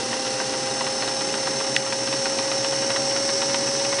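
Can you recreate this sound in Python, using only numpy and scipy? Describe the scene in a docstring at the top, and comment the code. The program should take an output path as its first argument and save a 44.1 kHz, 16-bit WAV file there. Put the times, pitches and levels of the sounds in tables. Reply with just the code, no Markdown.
"""A sewing machine winds a bobbin in a quiet room, slowly gaining speed.
Its motor brushes ring on the commutator and the winder sings one clear tone on top.
The belt drive knocks about eight times a second over a bed of motor whine, casing hum and
bearing and fan whir. One sharp snap makes the gain control duck, then ease back up."""
import sys
import numpy as np
from scipy import signal
from scipy.fft import rfft, irfft
from scipy.io import wavfile

SR = 44100
rng = np.random.default_rng(int(sys.argv[2]) if len(sys.argv) > 2 else 0)


def unload_audio(sound):
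    """Save the sound as a 16-bit wav file, at the path given as the first command line argument."""
    columns = np.transpose(np.atleast_2d(sound))
    # keep every value between -1 and 1, then stretch to whole-number steps
    steps = np.round(np.clip(columns, -1, 1) * 32767)
    wavfile.write(sys.argv[1], SR, steps.astype(np.int16))


N = 176400
T = np.arange(N) / SR

# Motor run-up: (time [s], shaft speed [turns/s])
SHAFT_SPEED = [(0, 36.3), (.5, 36.8), (1, 37.5), (1.5, 38), (2.1, 38.4), (2.7, 38.55), (3.05, 38.85),
               (3.5, 39.05), (4, 39.4)]
# Peaks and notches of the casing: (frequency [Hz], width [Hz], boost [dB])
CASING_EQ = [(397.4, 13.3, 6.5), (859, 24, -18), (935, 54, 5.5), (1090, 36, 2), (1242, 33, 4),
             (1306, 60, -8), (1370, 24, 6), (1572, 23, 6.5), (1926, 114, 7.5), (2170, 75, -2),
             (2577, 190, 4), (2922, 60, 6.5), (3860, 51, 5.5), (4283, 180, 5.5), (5200, 37, -4),
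             (5740, 160, -12), (7920, 54, -6), (8180, 70, -15)]
# Mains hum and two casing drones: (frequency [Hz], half-width [Hz], level [dB])
DRONES = [(120.4, 2.6, -50.5), (134.3, 6.7, -46.5), (781.7, 6, -44)]
# Tone colour of the bearings and fan: (frequency [Hz], relative level [dB])
WHIR_SPECTRUM = [(20, -31), (38, -26), (70, -16), (100, -17), (170, -13.5), (235, 2.5), (330, -2),
                 (460, -2), (700, -6), (1400, -10), (2300, -14), (3500, -11.5), (4500, -11.5), (5300, -6),
                 (6900, -14), (9400, -14.5), (10400, -21.5)]
# Motor whine: (pitch [multiple of shaft speed], mid-run level [dB], swell [dB/s])
MOTOR_PARTIALS = [(1, -69, 1), (7.924, -45, 2.5), (20.25, -48, 2), (21.86, -42.5, -2.5), (43.54, -52, 1.5),
                  (55.35, -49, 1.5), (75.4, -52, -3)]
# Ring of the snapping part: (frequency [Hz], relative level [dB], 60 dB decay time [s])
SNAP_RING = [(1690, -10, 0.012), (1970, -8, 0.014), (2750, -5.5, 0.0089), (3340, -10, 0.0064),
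             (4200, -14.5, 0.0076), (6420, -16, .007)]
# Belt rhythm: (time [s], accent [dB], thud relative to the accent [dB])
BELT_KNOCKS = [(0.129, -18.5, -7.5), (0.267, -20.5, -12.5), (0.401, -23, -1.5), (0.537, -27.5, -0.5),
               (0.672, -22.5, -11), (0.808, -21, -3), (0.866, -19.5, -13), (1.023, -16, -9.5),
               (1.076, -15.5, -11.5), (1.208, -18, -10), (1.288, -23, -27), (1.34, -15, -18),
               (1.472, -18.5, -7.5), (1.603, -19, -7), (1.864, -21.5, -5.5), (1.924, -15.5, -13),
               (2.074, -19, -10), (2.127, -14.5, -11.5), (2.256, -16.5, -7), (2.387, -17, -10),
               (2.516, -16.5, -9), (2.646, -17, -12), (2.723, -20.5, -6), (2.775, -26, -22),
               (2.823, -19, -12), (2.903, -17, -6), (2.961, -14.5, -11), (3.11, -21, -15),
               (3.163, -15, -12), (3.29, -15.5, -11), (3.419, -18, -9), (3.496, -20, -11),
               (3.544, -15.5, -11), (3.674, -22, -7), (3.751, -23.5, -21), (3.799, -22, -10),
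               (3.849, -18, -14), (3.927, -17.5, -8.5), (3.986, -16, -13)]
# Rise of the winder's tone: (time [s], pitch [Hz], level [dB])
WINDER_GLIDE = [(0, 520, -35), (.3, 524, -33), (.6, 525, -32.5), (1.1, 534, -33.5), (1.7, 539, -32),
                (2.1, 541, -30.5), (2.8, 544.5, -28.5), (3.25, 549.5, -29), (3.5, 548.6, -29),
                (4, 554, -28.5)]
# Brush pressure around the shaft: (rate [cycles/turn], depth [fraction of the mean])
BRUSH_PRESSURE = [(2, 0.16), (3, 0.074), (4, 0.51)]
# Ring of the brush holder: (frequency [Hz], nominal width [Hz], relative level [dB])
HOLDER_MODES = [(4325, 200, -22), (4756, 90, -13.5), (5156, 50, -7.5), (5334, 88, -0.5), (5416, 150, -4),
                (5580, 83, -0.5), (5890, 96, -11.5), (6057, 114, -5), (6153, 63, -4), (6260, 154, -7.5),
                (6550, 180, -22), (7736, 93, -12.5), (8226, 184, -10.5)]
# Swell of the brushes: (time [s], level [dB])
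BRUSH_SWELL = [(0, -32), (.4, -31), (.9, -31), (1.45, -29.5), (2, -29.5), (2.6, -28.5), (3.2, -27),
               (4, -27.5)]


def from_db(db):
    """Decibels to gain."""
    return 10 ** (np.asarray(db) / 20)


def unit_rms(x):
    """Scale to unit power."""
    return x / np.sqrt(np.mean(x ** 2) + 1e-20)


def automation(rows):
    """One curve for each column after the time, drawn through every sample."""
    times, *columns = np.transpose(rows)
    return [np.interp(T, times, column) for column in columns]


def noise(gain_at):
    """Unit-power noise coloured by a gain for each frequency."""
    hz = np.maximum(np.fft.rfftfreq(N, 1 / SR), 1e-3)
    return unit_rms(irfft(rfft(rng.standard_normal(N)) * gain_at(hz), N))


def drift(rate_hz):
    """Random modulation of unit power, mostly slower than rate_hz."""
    return noise(lambda hz: 1 / (1 + (hz / rate_hz) ** 2))


def band(x, edges_hz):
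    """Gentle band-pass."""
    return signal.sosfilt(signal.butter(2, edges_hz, "band", fs=SR, output="sos"), x)


def resonate(x, hz, width_hz):
    """One resonance with unity gain at its peak."""
    r = np.exp(-np.pi * width_hz / SR)
    feedback = [1, -2 * r * np.cos(2 * np.pi * hz / SR), r * r]
    return signal.lfilter(np.array([1, 0, -1]) * (1 - r * r) / 2, feedback, x + 1e-18)


def clicks(times, sizes):
    """Impulses placed between samples."""
    out, position = np.zeros(N), np.clip(times * SR, 0, N - 2)
    i = position.astype(int)
    np.add.at(out, i, sizes * (1 - position + i))
    np.add.at(out, i + 1, sizes * (position - i))
    return out


def burst(times, db, t60_s, edges_hz):
    """A dense rattle that hits at each time and dies away."""
    decay = from_db(-60 / (t60_s * SR))
    envelope = signal.lfilter([1], [1, -decay], clicks(times, from_db(db)) + 1e-18)
    return envelope * unit_rms(band(rng.standard_normal(N), edges_hz))


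def room(x, wet_db=-16.5, t60_s=0.14):
    """A faint, short room tail, different on each side."""
    t = T[:SR // 2]
    tail = rng.standard_normal((2, len(t))) * from_db(-60 * t / t60_s)
    tail /= np.sqrt(np.sum(tail ** 2, axis=1, keepdims=True))
    return from_db(wet_db) * signal.fftconvolve(x[None], tail, axes=1)[:, :N]


def casing(x):
    """The machine's body lifts and scoops narrow bands."""
    for hz, width, boost_db in CASING_EQ:
        x = x + (from_db(boost_db) - 1) * resonate(x, hz, width)
    return x


def hum():
    """Mains hum and casing drones: narrow noise bands that hold their pitch as the motor climbs."""
    return sum(from_db(db) * noise(lambda hz: 1 / (1 + ((hz - centre) / half_width) ** 2))
               for centre, half_width, db in DRONES)


def whir(turns, level_db=-30, side_db=-18.5, throb=0.16, wide_below_hz=70):
    """Bearing and fan noise throbs with the shaft; slightly wide, more so in the bass."""
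    points_hz, points_db = np.transpose(WHIR_SPECTRUM)

    def colour(hz):
        return from_db(np.interp(np.log(hz), np.log(points_hz), points_db))

    mid = noise(colour) * (1 + throb * np.sin(2 * np.pi * turns))
    side = noise(lambda hz: colour(hz) * (1 + 1 / (1 + (hz / wide_below_hz) ** 2)))
    return from_db(level_db) * (mid + from_db(side_db) * side * [[1], [-1]])


def motor_whine(turns, flutter_db=1.4, wander_rad=0.16):
    """Wavering tones locked to the shaft; some swell and some fade over the run."""
    whine = np.zeros(N)
    for multiple, db, swell in MOTOR_PARTIALS:
        gain = from_db(db + swell * (T - T.mean()) + flutter_db * drift(4.5))
        phase = 2 * np.pi * multiple * turns + wander_rad * drift(10)
        whine += np.sqrt(2) * gain * np.sin(phase)
    return whine


def snap(crack_at_s=1.7633, contact_at_s=1.7645, low_cut_hz=1400):
    """A snap at the winder: a gritty crack, then a hard contact rings a small, well-damped part."""
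    start = np.array([crack_at_s])
    crack = burst(start, db=-12, t60_s=0.013, edges_hz=(1600, 4300))
    grit = burst(start, db=-20, t60_s=0.013, edges_hz=(6000, 8550))
    contact = clicks(np.array([contact_at_s]), 0.95) + 1e-18
    ring = np.zeros(N)
    for k, (hz, db, t60_s) in enumerate(SNAP_RING):
        r, w = from_db(-60 / (t60_s * SR)), 2 * np.pi * hz / SR
        mode = signal.lfilter([0, np.sin(w)], [1, -2 * r * np.cos(w), r * r], contact)
        ring += (-1) ** k * from_db(db) * mode
    low_cut = signal.butter(6, low_cut_hz, "high", fs=SR, output="sos")
    return signal.sosfilt(low_cut, crack + grit + ring)


def belt(rebound_s=0.007, rebound_db=-10, attack_hz=(1100, 4170)):
    """Each belt knock is a hard tick and a short crack with a softer rebound, over a longer thud."""
    times, accent_db, thud_db = np.transpose(BELT_KNOCKS)
    rebounds = times + rebound_s * rng.uniform(0.7, 1.3, len(times))
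    ticks = band(clicks(times, from_db(accent_db + 5.5)), attack_hz)
    crack_db = np.r_[accent_db, accent_db + rebound_db] - 7
    cracks = burst(np.r_[times, rebounds], crack_db, t60_s=0.028, edges_hz=attack_hz)
    thuds = burst(times, accent_db + thud_db - 0.5, t60_s=0.079, edges_hz=(600, 1390))
    return ticks + cracks + thuds


def winder(wow_hz=0.82, flutter_db=0.48):
    """The bobbin winder sings one clear, rising tone with a light flutter."""
    hz, db = automation(WINDER_GLIDE)
    phase = 2 * np.pi * np.cumsum(hz + wow_hz * drift(8.7)) / SR
    return np.sqrt(2) * from_db(db + flutter_db * drift(45)) * np.sin(phase)


def brushes(turns, bars=11, sway_s=2.2e-5, uneven_s=2e-5, jitter_s=1.5e-5, friction=0.49):
    """Slightly uneven commutator bars tick and rub under the swaying brushes and ring their holder."""
    passes = np.arange(int(turns[-1] * bars))
    bar_offsets = uneven_s * unit_rms(rng.standard_normal(bars))
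    times = np.interp(passes / bars, turns, T + sway_s * drift(23))
    times += bar_offsets[passes % bars]  # the same limp on every turn
    times += jitter_s * rng.standard_normal(N)[passes]
    bite_hz = (4000, 9000)
    ticks = unit_rms(band(clicks(times, 1), bite_hz))
    bar_pulse = 1 + np.cos(2 * np.pi * bars * turns)
    rub = unit_rms(band(rng.standard_normal(N) * bar_pulse, bite_hz))
    pressure = 1 + sum(depth * np.cos(2 * np.pi * rate * turns) for rate, depth in BRUSH_PRESSURE)
    force = pressure * (ticks + friction * rub)
    ring = np.zeros(N)
    for k, (hz, width, db) in enumerate(HOLDER_MODES):
        # Two broader resonances in series steepen the skirts.
        mode = resonate(resonate(force, hz, 1.5 * width), hz, 1.5 * width)
        ring += (-1) ** k * from_db(db) * mode
    level_db, = automation(BRUSH_SWELL)
    return from_db(level_db) * unit_rms(casing(ring))


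def scene(speed_wobble=0.00119):
    """The whole machine, close and almost centred; one shaft drives brushes, whine and throb."""
    speed_hz, = automation(SHAFT_SPEED)
    turns = np.cumsum(speed_hz * (1 + speed_wobble * drift(7.47))) / SR
    mechanism = brushes(turns) + motor_whine(turns) + hum() + casing(belt()) + snap()
    pan = from_db([[-0.2], [0.2]])
    return (mechanism + room(mechanism) + casing(whir(turns))) * pan + winder()


def record(dry, threshold_db=-5.5, duck_per_db=0.57, release_db_per_s=4, attack_s=0.011):
    """Gain control ducks after a peak and recovers slowly; a steep high cut takes off the air."""
    peak_db = 20 * np.log10(np.abs(dry).max(axis=0) + 1e-9)
    duck_db = np.maximum(peak_db - threshold_db, 0) * duck_per_db
    held_db = np.maximum.accumulate(duck_db + release_db_per_s * T) - release_db_per_s * T
    r = np.exp(-1 / (attack_s * SR))
    smooth_db = signal.lfilter([1 - r], [1, -r], held_db)
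    high_cut = signal.ellip(16, 0.1, 120, 10550, fs=SR, output="sos")
    return signal.sosfilt(high_cut, dry * from_db(-smooth_db))


dry = scene()
out = record(dry)
unload_audio(out)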